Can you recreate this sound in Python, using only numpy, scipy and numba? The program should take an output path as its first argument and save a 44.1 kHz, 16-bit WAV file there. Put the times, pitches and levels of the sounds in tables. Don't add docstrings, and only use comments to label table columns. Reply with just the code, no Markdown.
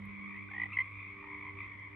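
import sys
import numpy as np
from scipy import signal
from scipy.fft import rfft, irfft
from scipy.io import wavfile
from scipy.ndimage import uniform_filter1d
from numba import njit

SR = 44100
rng = np.random.default_rng(int(sys.argv[2]) if len(sys.argv) > 2 else 0)


def boost_factor(decibels):
    exponent = np.asarray(decibels, float) / 20
    return 10 ** exponent


def dump_mix(stems):
    frames = np.atleast_2d(stems).T
    limited = np.clip(frames, -1, 1)
    pcm = np.round(limited * 32767).astype(np.int16)
    wavfile.write(sys.argv[1], SR, pcm)


N = 85995

ATTACK_S, RELEASE_S = 0.003, 0.0035
FAR_ROUGH = 0.09


def level(x, db):
    return x * boost_factor(db) / np.sqrt(np.mean(x ** 2))


def walk(rate):
    hold = int(SR / rate)
    steps = np.repeat(rng.standard_normal(N // 100), hold)[:N]
    return 1.52 * uniform_filter1d(uniform_filter1d(steps, hold), hold)


def add(out, start_s, x):
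    i = int(start_s * SR)
    a, b = max(i, 0), min(i + x.shape[-1], N)
    if b > a:
        out[..., a:b] += x[..., a - i:b - i]


def pulse(db, hz, hold, partials_db, turn, rough, attack=ATTACK_S):
    t = np.arange(int((attack + hold + 4 * RELEASE_S) * SR)) / SR
    late = np.maximum(t - attack, 0)
    swell = np.sin(np.pi / 2 * np.minimum(t / attack, 1)) ** 2
    env = swell * boost_factor(-400 * late)
    env = env * np.exp(-(np.maximum(late - hold, 0) / RELEASE_S) ** 2 / 2)
    tremor = rng.standard_normal(2500)
    for _ in range(3):
        tremor = uniform_filter1d(tremor, 80)
    tremor = 12 * rough * tremor[:len(t)]
    sag_per_s = 3.5 / (1 + hold / 0.002)
    phase = np.pi * hz * (t - sag_per_s * t * (t / 2 - attack)) + turn
    tone = sum(boost_factor(p) * np.sin(k * phase + k * k * tremor) for k, p in enumerate(partials_db, 1))
    return boost_factor(db) * env * tone


def near_frog():
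    # t/s, peak level/dB, second partial f/Hz, hold/s
    creak = [(.489, -50, 1530, .001), (0.512, -51, 1760, 0.0014), (0.535, -44, 1825, .001),
             (0.547, -38, 1906, 0.0012), (0.5635, -35, 1930, 0.00091), (0.5806, -31, 1923, .001),
             (0.5988, -28.5, 1972, .001), (0.617, -26, 2017, 0.00074), (0.6346, -26.5, 1992, 0.0012),
             (0.6562, -36, 1992, 0.0042), (0.7696, -23, 2038, 0.00073), (0.7872, -20.5, 2057, .002),
             (0.8017, -24, 2081, 0.015)]
    partials_db = [-21.5, -0.5, -29.5, -48]
    out = np.zeros(N)
    for s, db, hz, hold in creak:
        attack = 0.0046 if s < 0.7 else ATTACK_S
        start = s - attack + 0.002
        add(out, start, pulse(db, hz, hold, partials_db, 0, 0.04, attack))
        if 0.5 < s < 0.7:
            sac = pulse(-54, 2 * 810, 0.003, [0], 0, 4 * FAR_ROUGH, attack)
            rasp = pulse(-64, 2 * 3280, 0.003, [0], 0, 12 * FAR_ROUGH, attack)
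            add(out, start, sac + rasp)
    return out


def note(out, start, length, db, hz, rate, partials_db, chance):
    for k in range(int(length * rate) + 1):
        rest = 1 - min(k / rate / length, 1)
        late, stress, detune, turn = chance[k]
        pulse_db = db - 6 * rest ** 2 + 0.5 * stress
        pulse_hz = hz * (1 - 0.10 * rest * length / 0.16) * (1 + 0.0088 * detune)
        x = pulse(pulse_db, pulse_hz, 0.00033, partials_db, 9 * turn, FAR_ROUGH)
        add(out, start + k / rate + 0.0012 * late, x)
    return out


def other_frogs():
    # t/s, length/s, peak level/dB, final f/Hz, first partial level/dB
    answers = [(0.026, 0.068, -46, 2255, -13.5), (0.198, 0.11, -47, 2350, -4),
               (0.293, 0.096, -42.5, 2072, -14), (0.359, 0.075, -39.5, 2340, -13),
               (0.686, .035, -44.5, 2496, -3.5), (1.16, 0.081, -46.5, 2380, -1.5),
               (1.224, 0.13, -47, 2044, 0.5), (1.298, 0.047, -37.5, 2269, -10),
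               (1.376, 0.052, -40, 2300, -10.5), (1.423, 0.063, -40.5, 2100, -3.5),
               (1.43, 0.077, -39.5, 2198, -13), (1.57, 0.043, -35.5, 2335, -9),
               (1.79, 0.058, -51, 2290, -12.5)]
    upper_db = [-0.5, -28, -51.5]
    # t/s, peak level/dB, f/Hz, hold/s
    held = [
        (.512, -38.5, 2162, .012),
        (.534, -40.5, 2153, .012),
        (.719, -38, 2400, .010),
        (.718, -43.5, 2150, .006),
        (0.729, -40.5, 2645, .019),
        (.733, -39.5, 2166, 0.023),
        (1.466, -42, 2196, 0.0053),
        (1.596, -45.5, 2317, 0.0087),
    ]
    held_partials_db = [-14, 0, -34, -60]
    out, chance = np.zeros((2, N)), rng.standard_normal((len(answers), 30, 4))
    for (s, length, db, hz, low_db), c in zip(answers, chance):
        call = note(np.zeros(N), s, length, db, hz, 64, [low_db] + upper_db, c)
        lean_db = 0.6 * c[-1, 0] * np.array([[1], [-1]])
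        out = out + call * boost_factor(lean_db)
    for s, db, hz, hold in held:
        add(out, s, pulse(db, hz, hold, held_partials_db, 0, FAR_ROUGH))
    return out


@njit
def walls(x, lags, gain, damp):
    line, soft, out = np.zeros((8, 8192)), np.zeros(8), np.zeros((2, len(x)))
    for i in range(len(x)):
        total = 0.
        for k in range(8):
            soft[k] += (1 - damp) * (gain[k] * line[k, (i - lags[k]) & 8191] - soft[k])
            total += soft[k]
            out[k % 2, i] += soft[k]
        for k in range(8):
            line[k, i & 8191] = x[i] + soft[k] - total / 4
    return out


def wood(x):
    lags = np.array([691, 887, 1123, 1361, 1637, 1949, 2273, 2657])
    gain = boost_factor(-60 * lags / SR / 0.4)
    return walls(x + 1e-18, lags, gain, 0.13) / 2


def crowd(count):
    # t/s, level/dB
    effort = [(0, -50.5), (0.149, -50.5), (.3, -48.5), (.42, -51), (.49, -49.5), (0.599, -48), (.69, -49),
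              (.84, -47.5), (.92, -50.5), (1.09, -48.5), (1.249, -51), (1.449, -47.5), (1.546, -52.5),
              (1.62, -46.5), (1.767, -52.5), (1.82, -49), (1.95, -52)]
    partials_db = [-9.5, 0.5, -25.5, -50]
    out = np.zeros((2, N))
    who, chance = rng.standard_normal((count, 4)), rng.standard_normal((count, 30, 4))
    for k, (w, c) in enumerate(zip(who, chance)):
        start = -0.2 + (N / SR + 0.2) * k / count + 0.02 * w[0]
        length = 0.06 + 0.09 * (k % 3 > 0)
        hz = 2278.3 + 129.4 * np.clip(w[2], -1.2, 2)
        note(out[k % 2], start, length, -3 * w[1], hz, 57 + 5 * w[3], partials_db, c)
    wet = wood(out[0] + out[1])
    direct = 1.3 * out.sum(axis=0) + 0.15 * (out - out[::-1])
    mix = level(wet, 0) + level(direct, 0)
    return level(mix, 0) * boost_factor(np.interp(np.arange(N) / SR, *np.array(effort).T))


def drone():
    # level/dB, drift/(dB/s), beat f/Hz, t of a null/s, share of the second path
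    overtones = [
        (-55.5, -2.5, 1.0, 0.25, 0.72),
        (-59.5, -10.5, 0.89, 0.87, .6),
        (-58, 1, 1.15, 0.023, .4),
        (-67.5, 7, 1.05, .85, .85),
        (-81.5, 4.5, 0.72, 0.47, .6),
        (-85, 3.5, .5, 0.84, 0.29),
    ]
    t = np.arange(N) / SR
    base_hz, sag_hz_per_s = 99.03, 0.63
    phase = 2 * np.pi * (base_hz * t - sag_hz_per_s * (t - 1) ** 2 / 2)
    side, out = np.array([[1], [-1]]), 0
    for k, (db, drift_db, beat, null, share) in enumerate(overtones, 1):
        paths = 1 - min(share, .95) * np.exp(2j * np.pi * beat * (t - null))
        lean = 4.5 * min(k - .8, 1.3) * base_hz / 1000 * walk(2.8) * side
        flutter_db = 1.9 * walk(13)
        gain = boost_factor(db + drift_db * (t - 1) + flutter_db - 3.0 / 2 * side)
        turn = k * phase + 0.57 * walk(4.7) + lean / 2
        out = out + (gain * paths * np.exp(1j * turn)).real
    return out


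def bird():
    # t/s, length/s, level/dB, f/Hz, glide f/Hz
    lisps = [
        (.35, .03, -93, 8500, -200),
        (.62, .045, -91, 8100, -100),
        (.714, .012, -79, 8200, -300),
        (.733, .014, -80, 8050, -200),
        (.75, .08, -86, 7900, 400),
        (.834, .04, -87.5, 8200, -100),
        (.88, .05, -95.5, 8000, -100),
    ]
    out, wobble = np.zeros(N), 1.2 * walk(350)
    for s, length, db, hz, glide_hz in lisps:
        t = np.arange(int(length * SR)) / SR
        phase = 2 * np.pi * (hz * t + glide_hz * t * t / length / 2) + wobble[int(s * SR):][:len(t)]
        add(out, s, boost_factor(db) * np.sin(np.pi * t / length) * np.sin(phase))
    return out * boost_factor(4 * walk(200))


def ticks():
    # t/s, level/dB, f/Hz, width f/Hz
    touches = [
        (.0538, -65, 11200, 3000),
        (.0540, -72, 14800, 1200),
        (1.6062, -72, 15000, 1200),
        (1.795, -80, 5700, 1500),
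    ]
    out, t = np.zeros(N), np.arange(1000) / SR
    for (s, db, hz, width_hz), n in zip(touches, rng.standard_normal((len(touches), len(t)))):
        band = [hz - width_hz / 2, hz + width_hz / 2]
        sos = signal.butter(2, band, "bandpass", fs=SR, output="sos")
        x = signal.sosfilt(sos, n * np.exp(-t / 0.003))
        add(out, s, boost_factor(db) * x / np.abs(x).max())
    return out


def coloured_noise(points, db, wide_hz):
    f = np.maximum(np.arange(N // 2 + 1) * SR / N, 1)
    hz, gain_db = np.array(points).T
    shape = boost_factor(np.interp(np.log(f), np.log(hz), gain_db, left=-60, right=-32 + gain_db[-1]))
    mid, side = rfft(rng.standard_normal((2, N)))
    side = side * 1.2 * f / (f + wide_hz)
    return level(irfft(shape * np.array([mid + side, mid - side]), N), db)


def air_and_hiss():
    # f/Hz, level/dB per Hz
    air = [(25, -12.5), (65, 3.5), (170, -3), (420, -10.5), (700, -20), (1600, -16), (3500, -26.5),
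           (4500, -45)]
    # f/Hz, level/dB per Hz
    hiss = [(3500, 1.5), (5000, 0), (6800, -9.5), (8500, -5), (11300, -12.5), (12000, -24.5)]
    rumble = coloured_noise(air, -60.5, 298) * boost_factor(1.5 * walk(3.5))
    return rumble + coloured_noise(hiss, -89, 3000)


def scene():
    near, others, song = near_frog(), other_frogs(), bird()
    echoes = wood(boost_factor(-23) * near + boost_factor(-4.5) * others.mean(axis=0) + boost_factor(-3) * song)
    floor = air_and_hiss()
    front = near * boost_factor(np.array([[-.3], [.3]]))
    return front + others + echoes + crowd(count=110) + drone() + floor + song + ticks()


def top_cut(x):
    return signal.sosfilt(signal.butter(12, 15500, fs=SR, output="sos"), x)


def record(dry):
    return top_cut(dry)


dry = scene()
out = record(dry)
dump_mix(out)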